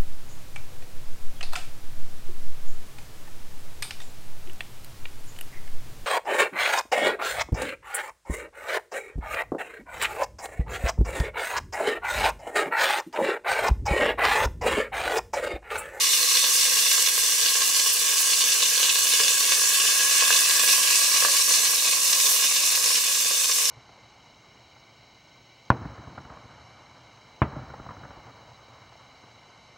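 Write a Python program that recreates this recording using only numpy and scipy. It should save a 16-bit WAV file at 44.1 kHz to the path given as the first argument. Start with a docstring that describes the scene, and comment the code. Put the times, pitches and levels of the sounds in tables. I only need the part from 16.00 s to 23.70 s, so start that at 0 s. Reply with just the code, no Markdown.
"""A dense sizzle: floured fish fries in hot oil under a glass lid, heard from close by in a small kitchen.
Countless steam bubbles burst, each an impulse that excites the resonances of the covered pan:
big ones ring the air under the lid, small ones spatter in spurts, the finest fizz out past the rim.
A few plops, jets of steam and sharp snaps stand out, over a low rumble and a faint mains hum."""
import sys
import numpy as np
from scipy import signal
from scipy.fft import rfft, irfft, next_fast_len
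from scipy.io import wavfile
from scipy.ndimage import uniform_filter1d, map_coordinates

SR = 44100
rng = np.random.default_rng(int(sys.argv[2]) if len(sys.argv) > 2 else 0)


def dump(signal):
    """Clip the signal to [-1, 1] and save it as 16-bit WAV at the path in sys.argv[1]."""
    limited = np.clip(np.atleast_2d(signal).T, -1, 1)
    pcm = np.round(limited * 32767).astype(np.int16)
    wavfile.write(sys.argv[1], SR, pcm)


N = 339565
TIME = np.arange(N) / SR
SIZE = next_fast_len(N + SR, real=True)
HZ = np.fft.rfftfreq(SIZE, 1 / SR)
# excitation spectrum of a small bubble: (frequency [Hz], relative level [dB])
SMALL_PUSH = [(200, -15), (1600, -6), (2300, -0.5), (4400, -0.5), (6000, -1.5), (10000, -18), (16000, -18)]


def sizzle():
    """Shot noise: the boil drives four sizes of bubble, stirred together by flurries and surges of steam."""
    # how hard the oil boils: (time [s], relative level [dB])
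    boil_curve = [(0, -1), (.7, 0.15), (1.15, -1), (1.65, -1.3), (2, -1.5), (2.7, -0.85), (3.2, -0.4),
                  (3.85, 0), (4.15, 1), (4.78, 1.3), (5.05, 0.5), (5.6, 0.65), (5.98, -0.8), (6.25, 1.5),
                  (6.55, -1), (7.35, -2), (7.7, -1.5)]
    # excitation spectra of big, fine and the finest bubbles: (frequency [Hz], relative level [dB])
    big_push = [(50, -4.5), (400, 3), (1750, 3), (2300, -11), (4000, -32.5), (9000, -14.5)]
    fizz_push = [(200, -21), (2500, -7.5), (4200, -4.5), (5500, 2.5), (9500, 0), (11500, -5.5),
                 (16000, -12.5)]
    spray_push = [(200, -40), (5000, -16), (8500, -11), (11000, -2.5), (16000, 4)]
    boil, = curves(boil_curve)
    steam, surge = flurries(rate=90, life=0.011), wobble(16)
    drying_db = 0.13 * (TIME - TIME.mean())  # the spatter thins as the crust dries
    big_db = -37.5 + 0.84 * boil + 1.08 * steam + 0.5 * wobble(14)
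    small_db = -26 + boil - drying_db + 1.55 * steam + 0.65 * surge
    fizz_db = -22.5 + 0.85 * boil + 0.09 * steam + 0.3 * surge + 0.65 * wobble(22)
    spray_db = -27 + 1.05 * boil + 1.1 * flurries(rate=55, life=0.014) + 0.47 * surge
    spray_gain = np.hypot(amp(spray_db), jets())
    big = amp(big_db) * blurred(bursts(rate=550, scatter_db=2.5, spread=0.063), haze_db=-24, life=0.015)
    small = amp(small_db) * blurred(bursts(3000, scatter_db=4.5, spread=0.38), haze_db=-5.5, life=0.0042)
    fizz = amp(fizz_db) * blurred(bursts(6000, scatter_db=4.5, spread=0.29), haze_db=0.5, life=0.0032)
    spray = spray_gain * blurred(bursts(5000, scatter_db=5, spread=0.78), haze_db=2, life=0.0037)
    crackle = through_pan(small, SMALL_PUSH) + through_pan(fizz, fizz_push)
    return through_pan(big, big_push) + shifting(crackle, patchy_db=1.67) + through_pan(spray, spray_push)


def bursts(rate, scatter_db, spread):
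    """A Poisson process: rate clicks a second, of random size and place in the pan; stereo, rms 1."""
    at = np.flatnonzero(rng.random(N) < rate / SR)
    size, side = rng.standard_normal((2, N))[:, at]
    polarity = np.where(at % 2, 1, -1)
    strength = amp(scatter_db * np.clip(size, -2, 2)) * polarity
    place = np.pi / 4 + spread * np.tanh(side)
    clicks = np.zeros((2, N))
    clicks[:, at] = strength * np.array([np.cos(place), np.sin(place)])
    return unit(clicks)


def flurries(rate, life):
    """Relaxation: activity jumps at random moments and dies away; mean 0, rms 1."""
    starts = rng.exponential(size=N).clip(0, np.pi) * (rng.random(N) < rate / SR)
    activity = decaying(starts, life)
    return unit(activity - activity.mean())


def blurred(clicks, haze_db, life):
    """Diffuse reflection: the echoes of countless bubbles merge into a trailing hiss, unlike at each ear."""
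    energy = decaying(np.mean(clicks ** 2, axis=0), life)
    haze = unit(np.sqrt(energy) * rng.standard_normal((2, N)))
    return unit(clicks + amp(haze_db) * haze)


def through_pan(x, push, low_hz=170, size=4096):
    """Source and filter: impulses with the spectrum push ring the covered pan, at unit power gain."""
    # modes of the pan and the air under its lid: (frequency [Hz], bandwidth [Hz], relative level [dB])
    pan_modes = [(240, 114, -20), (484, 175, -9.5), (628, 265, -15), (1094.5, 163, 0), (1650.5, 148, -1.5),
                 (1958, 185, -6.5), (2213, 340, -4.5), (2547, 216, -0.5), (2865, 363, 1.5),
                 (3560, 370, -0.1), (3996, 180, -2), (4296, 250, -0.5), (4710, 115, -0.5),
                 (5600, 640, -4.5), (6130, 730, -4)]
    # sound leaking straight past the rim: (frequency [Hz], relative level [dB])
    leak = [(40, -66), (200, -32), (800, -21), (1500, -19), (3200, -9.5), (4600, -4.5), (6300, -2.5),
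            (7600, -1), (8600, -2.5), (9800, -3), (10800, -6.5), (12500, -9.5), (14200, -14.5),
            (16000, -19)]
    f = np.fft.rfftfreq(size, 1 / SR)
    mode_power = sum((amp(db) / (1 + (2 * (f - hz) / width) ** 2)) ** 2 for hz, width, db in pan_modes)
    pan_gain = np.sqrt(mode_power + amp(along(leak, f)) ** 2)
    radiated = f ** 3 / np.hypot(f ** 3, low_hz ** 3)  # the pan is too small to give off bass
    response = causal(unit(pan_gain * radiated * amp(along(push, f))))
    return signal.oaconvolve(x, response[None], axes=1)[:, :N]


def shifting(x, patchy_db, patch_size=(3, 14)):
    """Modal coupling depends on position: as the bubbling moves about, resonances come and go."""
    spectra = signal.stft(x, nperseg=512)[2]
    patches = rng.standard_normal(spectra.shape[1:])
    for axis, width in enumerate(patch_size):  # bins, then frames
        patches = uniform_filter1d(patches, width, axis)
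    return signal.istft(spectra * amp(patchy_db * unit(patches)), nperseg=512)[1][:, :N]


def spurts(gain_db=-3, ring_db=2, width_hz=550, crack_db=15.5):
    """Flash boiling of juice: a crack, then a fading swarm of bubbles ringing at the pitch of its spot."""
    # juice meeting the oil: (time [s], relative level [dB], decay time [s], ring frequency [Hz])
    drops = [(.133, -16, 0.013, 2820), (.288, -20, 0.0077, 5530), (.352, -19, .012, 4220),
             (.371, -18.5, 0.015, 4740), (.442, -16, .008, 3500), (.64, -23, .04, 5900),
             (.915, -15, 0.0093, 6060), (1.485, -18, .014, 4300), (1.554, -23, .006, 5500),
             (2.416, -21.5, 0.016, 4370), (2.622, -19, 0.033, 3730), (2.83, -16.5, 0.012, 4250),
             (2.856, -21.5, 0.018, 3590), (2.893, -16, .015, 2820), (2.957, -16, 0.0041, 3560),
             (3.07, -21, .015, 5900), (3.235, -17.5, .011, 5420), (3.281, -17.5, .008, 5490),
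             (3.521, -16.5, 0.0088, 2580), (3.8, -18.5, 0.0083, 5510), (3.988, -21, 0.011, 2920),
             (4.209, -15, .008, 6140), (4.509, -16.5, 0.0088, 4330), (4.687, -20.5, 0.042, 3600),
             (5.367, -18, .02, 6150), (5.54, -17, .015, 4650), (5.671, -20, .01, 6080),
             (6.13, -18, 0.015, 5470), (6.562, -20, 0.022, 2890), (6.635, -25, 0.011, 4080),
             (6.751, -20, 0.022, 4330), (7.513, -16.5, 0.013, 5680)]
    swarm = blurred(bursts(rate=7000, scatter_db=3.5, spread=0.35), haze_db=-9, life=0.006)
    puffs, cracks = np.zeros((2, N)), np.zeros((1, N))
    for s, db, life, hz in drops:
        start = round(s * SR)
        t = TIME[:N - start][:SR // 4]
        span = slice(start, start + len(t))
        puff = amp(db + gain_db) * np.exp(-t / life) * swarm[:, span]
        ring = signal.lfilter(*signal.iirpeak(hz, hz / width_hz, SR), puff)
        puffs[:, span] += puff + amp(ring_db) * ring
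        cracks[0, start] = amp(db + crack_db)
    # excitation spectrum of a crack: (frequency [Hz], relative level [dB])
    crack_push = [(200, -7), (1200, -1), (4000, -0.5), (7000, -7), (16000, -20)]
    return through_pan(puffs, SMALL_PUSH) + through_pan(cracks, crack_push)


def plops(gain_db=10.5, boom_db=-26, boom_life=0.042, churn_db=-31, churn_life=0.008):
    """Impulse excitation: a big bubble pushes the air under the lid, churns the oil and booms the pan."""
    # big bubbles bursting: (time [s], relative level [dB], boom offset [dB])
    bubbles = [(.442, -16, -12), (.982, -15.5, -8), (1.178, -16, -12), (1.555, -15.5, -17),
               (2.627, -16.5, -9), (3.201, -11.5, .5), (3.519, -15, -4), (4.223, -11.5, -10),
               (4.305, -8, -4.5), (4.42, -18, -10), (4.638, -15, -2), (4.687, -17, -4), (4.908, -15, -13),
               (5.224, -11.5, -12), (5.249, -3.2, -10), (5.284, -16, -12), (5.507, -17.5, -9),
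               (6.776, -18.5, -3), (6.905, -17, -8), (7.31, -17, 0)]
    # spectra of their push and of the pan's low after-ring: (frequency [Hz], relative level [dB])
    heavy_push = [(100, -18), (250, -11), (490, 0), (1100, 1.3), (1750, 1), (2200, -17), (4500, -22),
                  (9000, -58)]
    boom_spectrum = [(80, -40), (150, -28), (210, -6.5), (320, -15), (450, 7), (620, 4.5), (900, -33),
                     (2500, -60)]
    blows, shakes = np.zeros((2, 1, N))
    for s, db, offset_db in bubbles:
        blows[0, round(s * SR)] = amp(db + gain_db)
        shakes[0, round(s * SR)] = amp(db + offset_db + boom_db)
    churn = amp(churn_db) * decaying(blows, churn_life) * rng.standard_normal(N)
    shudder = decaying(shakes, boom_life) * rng.standard_normal(N)
    boom = filtered(shudder, unit(amp(along(boom_spectrum))))
    return through_pan(blows + churn, heavy_push) + boom


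def snaps(gain_db=-7.5, life=0.0006):
    """A brief pulse has a broad spectrum: a droplet shatters within a millisecond."""
    # droplets bursting at the rim: (time [s], relative level [dB])
    droplets = [(1.025, -4), (2.141, -6), (2.275, -5), (2.634, -5), (2.921, -5), (3.099, -5), (3.792, -6),
                (4.181, -5), (4.747, -5), (4.909, -4), (5.368, -4), (5.406, -6), (5.838, -6), (6.131, -6)]
    # their excitation spectrum: (frequency [Hz], relative level [dB])
    sharp_push = [(200, -20), (2000, -15), (5000, 3), (9000, 21), (16000, -8)]
    blows = np.zeros(N)
    for s, db in droplets:
        blows[round(s * SR)] = amp(db + gain_db)
    shards = unit(rng.choice([-1, 1], (2, N)) + rng.choice([-1, 1], N))  # partly alike at both ears
    return through_pan(decaying(blows, life) * shards, sharp_push)


def jets():
    """Incoherent sources add in power: the joint envelope of steam jets, each a bell-shaped swell."""
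    # steam hissing out at the rim: (peak time [s], level [dB], length [s])
    swells = [(.16, -28, .09), (.545, -27, .035), (1.675, -25, .035), (2.214, -25, .03), (4.74, -28, .15),
              (6.31, -25, 0.15), (7.634, -28, .04)]
    return np.sqrt(sum(amp(db) ** 2 * np.exp(-(2 * (TIME - s) / length) ** 2) for s, db, length in swells))


def drifting(x, rings_hz=(1095, 1660, 2480), width_hz=200):
    """Standing waves under the lid swell and fade as the microphone drifts over the pan."""
    # pickup of the three rings: (time [s], low gain [dB], middle gain [dB], high gain [dB])
    pickup = [(0, 2, -1.5, -1.5), (1.3, -1.5, 0.5, -3), (2.2, 1, 3, 0.5), (3.2, -0.5, 2, 0),
              (4.3, 1.5, 5.5, 3), (5.3, 0, 1, -1.5), (6.2, -0.5, 0, -2), (7, -.3, 0.5, 0),
              (7.7, -2.2, -3, -2.5)]
    rings = [filtered(x, np.exp(-((HZ - hz) / width_hz) ** 2)) for hz in rings_hz]
    return x + sum((amp(db) - 1) * ring for db, ring in zip(curves(pickup), rings))


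def rising(x, midway_s=0.95, time_scale_s=1):
    """Directivity: the colour changes as the microphone rises from beside the pan to above the lid."""
    # colour beside the pan: (frequency [Hz], gain [dB])
    side_colour = [(300, -1.5), (450, 3), (750, -3.5), (1100, 0.5), (1950, 2), (2450, 0), (3000, -.5),
                   (3600, 2), (5000, 0.5), (7000, -1.5), (14000, 1)]
    beside = 0.5 - 0.5 * np.tanh((TIME - midway_s) / time_scale_s)
    return x + beside * filtered(x, amp(along(side_colour)) - 1)


def kitchen(x, places=6, early_t60=0.1):
    """Reverberation from stove and tiled walls; the echoes change as the microphone drifts."""
    # decay of the room: (frequency [Hz], reverberation time [s])
    t60 = [(200, 0.96), (2000, 0.32), (6000, 0.13), (15000, 0.052)]
    # reverberant over direct sound: (frequency [Hz], ratio [dB])
    room_ratio = [(100, -12), (500, -9.5), (1200, -8.5), (2500, -6), (5000, -10.5), (14000, -8)]
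    wet = amp(along(room_ratio))
    source = filtered(unit(x.mean(axis=0)) * x.std(), wet / np.hypot(1, wet))
    out = filtered(x, 1 / np.hypot(1, wet))
    for place in range(places):
        hz, t, noise = signal.stft(rng.standard_normal((2, SR // 4)), SR, nperseg=256)
        decay = amp(-60 * t / along(t60, hz)[:, None]) + 2 * amp(-60 * t / early_t60)
        decay /= np.linalg.norm(decay, axis=1, keepdims=True)
        tail = signal.istft(noise * decay, SR, nperseg=256)[1]
        tail /= np.linalg.norm(tail, axis=1, keepdims=True)
        crossfade = np.sqrt(np.maximum(0, 1 - np.abs(np.linspace(0, places - 1, N) - place)))
        out += crossfade * signal.oaconvolve(source[None], tail, axes=1)[:, :N]
    return out


def background():
    """The noise floor: a low room rumble and the tonal hum of appliances, wavering in phase."""
    # spectrum of the rumble: (frequency [Hz], relative level [dB])
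    rumble_spectrum = [(20, -20), (50, -9), (85, -5), (170, 2), (300, 9), (700, -27), (3000, -60)]
    # mains hum: (frequency [Hz], rms level [dB])
    tones = [(100, -74), (120, -78)]
    noise = rng.standard_normal(N) + 0.06 * rng.standard_normal((2, N))
    hum = sum(amp(db) * np.sqrt(2) * np.sin(2 * np.pi * hz * TIME + 0.4 * wobble(5.4)) for hz, db in tones)
    rumble = unit(filtered(noise, amp(along(rumble_spectrum))))
    return amp(-62 + 1.2 * wobble(7)) * rumble + hum


def amp(db):
    """Decibels to amplitude ratio."""
    return 10 ** (np.asarray(db) / 20)


def unit(x):
    """Normalise to rms 1."""
    return x / np.sqrt(np.mean(x ** 2) + 1e-20)


def along(points, hz=HZ):
    """Interpolate (frequency [Hz], value) points on a log axis."""
    f, values = np.transpose(points)
    return np.interp(np.log(hz + 1), np.log(f + 1), values)


def curves(rows):
    """Interpolate each column after the time to one value per sample."""
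    s, *columns = np.transpose(rows)
    return [np.interp(TIME, s, column) for column in columns]


def wobble(rate):
    """Smooth random modulation, rate knots a second."""
    return map_coordinates(rng.standard_normal(int(N * rate / SR) + 4), [TIME * rate])


def decaying(x, life):
    """Exponential decay: each impulse falls to 1/e in life seconds."""
    return signal.lfilter([1], [1, -np.exp(-1 / (life * SR))], x)


def filtered(x, response):
    """Linear filtering: the spectrum of x times a response on the grid HZ."""
    return irfft(rfft(x, SIZE) * response, SIZE)[..., :N]


def causal(gain):
    """Minimum phase: an impulse response with this gain that rings only after the blow."""
    cepstrum = irfft(np.log(np.maximum(gain, 1e-6)))
    half = len(cepstrum) // 2
    cepstrum[1:half] *= 2
    cepstrum[half + 1:] = 0
    return irfft(np.exp(rfft(cepstrum)))


def scene():
    """Superposition of pan and room; an interaural level difference sets the pan a little to the right."""
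    # stereo balance: (frequency [Hz], left minus right [dB])
    balance = [(100, -4), (500, -1.1), (2700, -2), (4200, 0.5), (6000, -1), (9000, -2.5), (11500, -3),
               (14500, 0)]
    pops = plops() + snaps()
    oil = sizzle() + spurts() + pops
    heard = kitchen(rising(drifting(oil)))
    ear_gains = amp(np.outer([0.5, -0.5], along(balance)))
    return filtered(heard, ear_gains) + background()


def record(dry, top_hz=15750):
    """Band limiting: nothing above top_hz is kept."""
    return filtered(dry, HZ < top_hz)


dry = scene()
out = record(dry)
dump(out)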